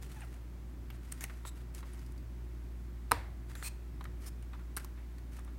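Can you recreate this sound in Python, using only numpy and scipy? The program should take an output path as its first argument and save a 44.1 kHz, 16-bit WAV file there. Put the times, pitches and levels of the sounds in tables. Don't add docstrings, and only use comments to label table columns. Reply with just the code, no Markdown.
import sys
import numpy as np
from scipy import signal
from scipy.fft import rfft, irfft, next_fast_len
from scipy.io import wavfile
from scipy.ndimage import map_coordinates

SR = 44100
rng = np.random.default_rng(int(sys.argv[2]) if len(sys.argv) > 2 else 0)


def dump_mix(stems):
    frames = np.atleast_2d(stems).T
    limited = np.clip(frames, -1, 1)
    pcm = np.round(limited * 32767).astype(np.int16)
    wavfile.write(sys.argv[1], SR, pcm)


N = 246166

# (time [s], ring level [dB], crack level [dB])
PLUG_HITS = [(3.1130, -17, -37), (3.1176, 0, -18), (3.1215, -20, -33)]
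# (frequency [Hz], level [dB], t60 [s])
CHASSIS_MODES = [(82.8, -39.5, 0.6), (101.7, -40, 0.84), (221, -42, 0.079), (296, -37.5, 0.15),
                 (463, -29, 0.069), (598, -38, 0.033), (746, -32, 0.048), (954, -36, 0.19),
                 (1015, -11, 0.018), (1226, -9, 0.015), (1150, -51, 0.14), (1404, -14.5, 0.0098),
                 (2044, -19.5, 0.013), (2240, -29, 0.018), (2600, -48, 0.0056), (3770, -20, 0.0063),
                 (4020, -20, 0.0082), (5050, -30, 0.024)]
# (frequency [Hz], density [dB])
CRACK_SPECTRUM = [(500, -3), (2300, 5), (3100, 11), (4100, -9), (5200, -5), (6300, -10), (8000, -0.5),
                  (9400, 5.5), (10500, -7), (12200, 3.5), (14000, -6), (16000, -12)]
def snap(lead_s=0.0004):
    out, t = np.zeros(N), np.arange(SR // 2) / SR
    modes = sum(amp(db - 60 * t / t60) * np.sin(2 * np.pi * hz * t) for hz, db, t60 in CHASSIS_MODES)
    ring = modes * (1 - np.exp(-t / 0.00046))
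    for time_s, ring_db, crack_db in PLUG_HITS:
        crack = puff(noise(CRACK_SPECTRUM, len(t)), t, attack_s=0.00026, t60_s=0.0056)
        add(out, time_s, amp(ring_db) * ring)
        add(out, time_s - lead_s, amp(crack_db) * crack)
    return out


# (frequency [Hz], density [dB])
EDGE_SPECTRUM = [(700, -19), (2000, -20), (3000, -2.5), (4000, -1.5), (6000, 2), (9000, 3), (12500, 1.5),
                 (14000, -4.5), (16000, -1)]
# (frequency [Hz], density [dB])
BOARD_SPECTRUM = [(200, 3), (500, -3.5), (850, -1), (1350, 2.5), (2200, 0), (3000, -7), (5000, -15.5),
                  (12000, -45)]
def contact(rasp_db, ring_db, ring_hz, board_db, board_hz, t60_s):
    t = np.arange(4096) / SR
    rasp = puff(noise(EDGE_SPECTRUM, len(t)), t, attack_s=0.00026, t60_s=t60_s)
    ring = puff(ringing(ring_hz, width_hz=690, size=len(t)), t, attack_s=0.000089, t60_s=t60_s)
    board = noise(BOARD_SPECTRUM, len(t), lambda hz: 1 + 3 * resonance(hz, board_hz, width_hz=270))
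    knock = puff(board, t, attack_s=0.00045, t60_s=1.56 * t60_s)
    return amp(rasp_db) * rasp + amp(ring_db) * ring + amp(board_db) * knock


# (time [s], rasp [dB], ring [dB], ring pitch [Hz], board [dB], board pitch [Hz])
CABLE_FLICKS = [(0.206, -63, -53, 8900, -57, 2700), (.9021, -59, -54, 13150, -49, 2980),
                (1.1185, -47, -51, 8600, -58, 1700), (1.123, -40.5, -34, 8560, -48.5, 1700),
                (1.2082, -41, -53, 6950, -46.5, 1900), (1.2395, -32.5, -49, 12100, -37, 2170),
                (1.748, -44, -55, 10900, -63, 2500), (1.934, -64, -54, 9600, -76, 1800),
                (3.5529, -48.5, -49.5, 3680, -46.5, 1500), (4.041, -51.5, -61.5, 12500, -51, 1610),
                (4.4247, -61, -63, 8840, -60, 2900), (4.766, -38.5, -33, 9540, -53, 2000),
                (4.7699, -35, -35, 11600, -36.5, 1270), (4.776, -41, -43, 8700, -41, 1570),
                (4.782, -48, -50, 12000, -50, 1970), (4.846, -45.5, -55, 12000, -48.5, 1170),
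                (5.1827, -60, -62, 4600, -62, 2400)]
def flicks(hard_db=-37.5, db_per_doubling=30):
    out = np.zeros(N)
    for time_s, rasp_db, ring_db, ring_hz, board_db, board_hz in CABLE_FLICKS:
        t60_s = 0.015 * 2 ** ((hard_db - rasp_db) / db_per_doubling)
        add(out, time_s, contact(rasp_db, ring_db, ring_hz, board_db, board_hz, t60_s))
    return out


# (start [s], length [s], crest [0-1], hiss [dB], squeal [dB], 3 x squeal tone [Hz])
CABLE_SCRAPES = [(1.207, .052, .28, -50.5, -47, 12000, 1920, 6300),
                 (1.452, 0.048, 0.59, -52.5, -46, 3830, 7830, 10500),
                 (3.548, 0.16, 0.094, -60, -58, 1990, 7300, 7600),
                 (3.624, 0.065, .84, -43, -39, 2450, 8470, 4200),
                 (4.257, 0.038, .41, -50.5, -49, 5250, 9100, 13000)]
BOARD_DB_PER_DB = 0.51
def scrapes():
    out, t = np.zeros(N), np.arange(SR // 8) / SR
    for start_s, length_s, crest, hiss_db, squeal_db, *tones_hz in CABLE_SCRAPES:
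        slips = unit(amp(1.06 * wobble(764, len(t))))
        tones = sum(amp(db) * ringing(hz, width_hz=200 + 0.05 * hz, size=len(t))
                    for hz, db in zip(tones_hz, [-3, 0, -5]))
        grip = 0.5 + 0.14 * t / length_s
        squeal = amp(squeal_db) * grip * unit(tones)
        board = amp(-30 + BOARD_DB_PER_DB * hiss_db) * noise(BOARD_SPECTRUM, len(t))
        hiss = amp(hiss_db) * noise(EDGE_SPECTRUM, len(t))
        add(out, start_s, stroke(t, length_s, crest) * slips * (hiss + squeal + board))
    return out


# (time [s], level [dB], board pitch [Hz])
FINGER_KNOCKS = [(.218, -53.5, 2700), (1.2966, -47.5, 2020), (1.4512, -41.5, 900), (1.8285, -50, 1020),
                 (3.626, -39.5, 1760), (4.0092, -43.5, 980), (4.053, -45, 1480), (4.5325, -49, 1240),
                 (4.544, -55, 1080), (4.592, -58, 1260), (4.975, -61, 2200), (5.3872, -53, 1260),
                 (5.477, -58, 1130)]
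def knocks(firm_db=-41.5, db_per_doubling=6.5, nail_rasp_db=-18.5, nail_ring_db=-12.5, nail_hz=3550):
    out = np.zeros(N)
    for time_s, db, board_hz in FINGER_KNOCKS:
        t60_s = 0.017 * 2 ** ((firm_db - db) / db_per_doubling)
        add(out, time_s, contact(db + nail_rasp_db, db + nail_ring_db, nail_hz, db, board_hz, t60_s))
    return out


# (start [s], length [s], start pitch [Hz], end pitch [Hz], level [dB])
FINGER_SQUEAKS = [(.155, 0.043, 932, 780, -58), (0.206, 0.05, 1010, 551, -55)]
def squeaks(jitter=0.028, harmonics_db=(5.5, 4.5, -2.0, -7)):
    out, t = np.zeros(N), np.arange(4096) / SR
    for start_s, length_s, start_hz, end_hz, db in FINGER_SQUEAKS:
        progress = np.clip(t / length_s, 0, 1)
        glide_hz = start_hz + (end_hz - start_hz) * progress
        pitch_hz = glide_hz * (1 + jitter * wobble(310, len(t)))
        phase = 2 * np.pi * np.cumsum(pitch_hz) / SR
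        tone = sum(amp(level) * np.sin(k * phase) for k, level in enumerate(harmonics_db, 1))
        add(out, start_s, amp(db) * np.sin(np.pi * progress) * unit(tone))
    return out


# (start [s], length [s], crest [0-1], level [dB])
SKIN_BRUSHES = [(0.014, 0.073, 0.14, -59.5), (0.085, 0.24, 0.1, -62), (0.31, 0.083, 0.3, -67),
                (0.916, .06, .5, -67), (1.001, 0.47, 0.46, -65), (1.549, 0.091, 0.2, -67.5),
                (1.74, .078, 0.14, -57), (1.848, 0.27, 0, -66), (3.481, 0.073, .35, -64.5),
                (4.2, 0.073, 0.6, -60.5), (4.781, 0.081, 0.2, -64), (5.315, 0.079, 0.2, -62.5)]
# (frequency [Hz], density [dB])
SKIN_SPECTRUM = [(1000, -20), (2500, 2), (4500, 3.5), (6500, 3), (9300, 3), (10500, -4.5), (11700, 1),
                 (13000, -6), (16000, -3)]
def brushes(snags_per_s=45, release_s=0.0024, bright_hz=11000):
    out, t = np.zeros(N), np.arange(SR // 2) / SR
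    for start_s, length_s, crest, db in SKIN_BRUSHES:
        snags = (rng.random(len(t)) < snags_per_s / SR) * rng.uniform(0.5, 1.8, len(t))
        releases = signal.fftconvolve(snags, np.exp(-t / release_s))[:len(t)]
        roughness_db = 1.7 * wobble(600, len(t)) + 1.1 * wobble(92, len(t))
        friction = unit(amp(roughness_db) * (1 + 1.2 * releases))
        rustle = noise(SKIN_SPECTRUM, len(t), lambda hz: 1 + resonance(hz, bright_hz, width_hz=1400))
        board = amp(-29.5 + BOARD_DB_PER_DB * db) * noise(BOARD_SPECTRUM, len(t))
        add(out, start_s, stroke(t, length_s, crest) * friction * (amp(db) * rustle + board))
    return out


# (start [s], end [s])
GRAZE_SPANS = [(1.999, 2.17), (5.39, 5.46)]
def grazes(ticks_per_s=18, scatter_db=2, scatter_octaves=0.71, scatter_slots=0.39):
    out = np.zeros(N)
    for start_s, end_s in GRAZE_SPANS:
        for slot_s in np.arange(start_s, end_s, 1 / ticks_per_s):
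            late, strength, pitch = rng.uniform(-1, 1, 3)
            tick = contact(rasp_db=-59, ring_db=-61, ring_hz=6900 * 2 ** (scatter_octaves * pitch),
                           board_db=-67, board_hz=1800, t60_s=0.024)
            add(out, slot_s + scatter_slots * late / ticks_per_s, amp(scatter_db * strength) * tick)
    return out


# (frequency [Hz], gain [dB])
SNAP_RADIATION = [(120, -14), (400, -10), (600, -6), (1000, -3.5), (1600, -6), (2200, -5.5), (3000, -16),
                  (4100, -13.5), (6500, -25), (8500, -20.5), (11000, -25), (16000, -30)]
def snap_reverb(delay_s=0.002, gain_db=4.0):
    out, snap_s = np.zeros(N), PLUG_HITS[1][0]
    decay = filtered(room_tail(), lambda hz: amp(along(SNAP_RADIATION, hz)))
    add(out, snap_s + delay_s, amp(gain_db) * decay)
    return out


# (frequency [Hz], t60 [s])
ROOM_T60 = [(100, 0.9), (1000, 0.5), (3000, 0.39), (8000, 0.33), (16000, 0.31)]
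def room_tail(build_up_s=0.00026):
    hz, t, bands = signal.stft(rng.standard_normal(SR // 2), SR, nperseg=256)
    fade = amp(-60 * t / along(ROOM_T60, hz)[:, None])
    _, decay = signal.istft(bands * fade, SR, nperseg=256)
    decay *= 1 - np.exp(-np.arange(len(decay)) / SR / build_up_s)
    return decay / np.linalg.norm(decay)


# (time [s], level [dB])
MOTOR_LEVEL = [(0.1, -45.5), (2.05, -43.5), (2.4, -42.5), (3.84, -43.5), (3.96, -42.5), (5.21, -44),
               (5.5, -43)]
# (frequency [x motor speed], relative level [dB])
MOTOR_ORDERS = [(1, 2), (2.04, -14), (3.03, -19.5), (4.1, -24), (5.03, -27), (6.17, -21.5)]
def motor(speed_hz=58.5):
    hum, t = np.zeros(N), np.arange(N) / SR
    for order, db in MOTOR_ORDERS:
        waver_rad = 0.047 * order ** 1.52 * wobble(5, N)
        hum += amp(db) * np.sin(2 * np.pi * (order * speed_hz * t + rng.random()) + waver_rad)
    level_db = np.interp(t, *np.transpose(MOTOR_LEVEL))
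    return amp(level_db) * unit(hum)


# (frequency [Hz], density [dB])
RUMBLE_SPECTRUM = [(20, -39), (30, -9), (42, 1.5), (75, 0.5), (110, 5), (170, -3.5), (205, -5), (245, -2.5),
                   (350, -5.5), (420, -15), (600, -39), (1200, -67)]
# (frequency [Hz], density [dB])
HISS_SPECTRUM = [(250, -26), (420, -3.5), (587, -3.5), (886, -6.5), (1000, -6), (1260, -8), (2050, -10),
                 (2950, -16), (4880, -19), (8700, -21.5), (10600, -23), (14800, -22), (16000, -21)]
def air(rumble_db=-55, drift_db=1.4, hiss_db=-64):
    rumble = amp(rumble_db + drift_db * wobble(4.3, N)) * noise(RUMBLE_SPECTRUM, N)
    return rumble + amp(hiss_db) * noise(HISS_SPECTRUM, N)


def amp(db):
    return 10 ** (np.asarray(db) / 20)


def unit(x):
    return x / np.sqrt(np.mean(x ** 2) + 1e-20)


def along(points, hz):
    points_hz, values = np.transpose(points)
    return np.interp(np.log(hz + 1), np.log(points_hz + 1), values)


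def filtered(x, response):
    size = next_fast_len(len(x) + 8192)
    return irfft(rfft(x, size) * response(np.fft.rfftfreq(size, 1 / SR)), size)[:len(x)]


def noise(spectrum, size, colour=lambda hz: 1):
    return unit(filtered(rng.standard_normal(size), lambda hz: amp(along(spectrum, hz)) * colour(hz)))


def resonance(hz, centre_hz, width_hz):
    return 1 / np.hypot(1, 2 * (hz - centre_hz) / width_hz)


def ringing(centre_hz, width_hz, size):
    return unit(filtered(rng.standard_normal(size), lambda hz: resonance(hz, centre_hz, width_hz) ** 2))


def wobble(knots_per_s, size):
    knots = rng.standard_normal(int(size * knots_per_s / SR) + 4)
    return map_coordinates(knots, [np.arange(size) * knots_per_s / SR])


def stroke(t, length_s, crest):
    return np.interp(t / length_s, [0, np.clip(crest, 0.05, 0.95), 1], [0, 1, 0]) ** 0.55


def puff(x, t, attack_s, t60_s):
    envelope = (1 - np.exp(-t / attack_s)) * amp(-60 * t / t60_s)
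    burst = x * envelope
    return burst / np.linalg.norm(burst) * np.linalg.norm(envelope) / envelope.max()


def add(track, time_s, sound):
    part = track[round(time_s * SR):][:len(sound)]
    part += sound[:len(part)]


def scene():
    handling = flicks() + knocks() + grazes() + scrapes() + brushes() + squeaks()
    wall_send = [(2000, -13), (5000, -13.5), (8500, -17.5)]  # (frequency [Hz], gain [dB])
    at_walls = filtered(handling, lambda hz: amp(along(wall_send, hz)))
    handling_reverb = signal.fftconvolve(at_walls, room_tail())[:N]
    return (snap() + snap_reverb() + handling + handling_reverb + motor() + air())[None]


def record(dry, cutoff_hz=15900):
    return np.array([filtered(x, lambda hz: hz < cutoff_hz) for x in dry])


dry = scene()
out = record(dry)
dump_mix(out)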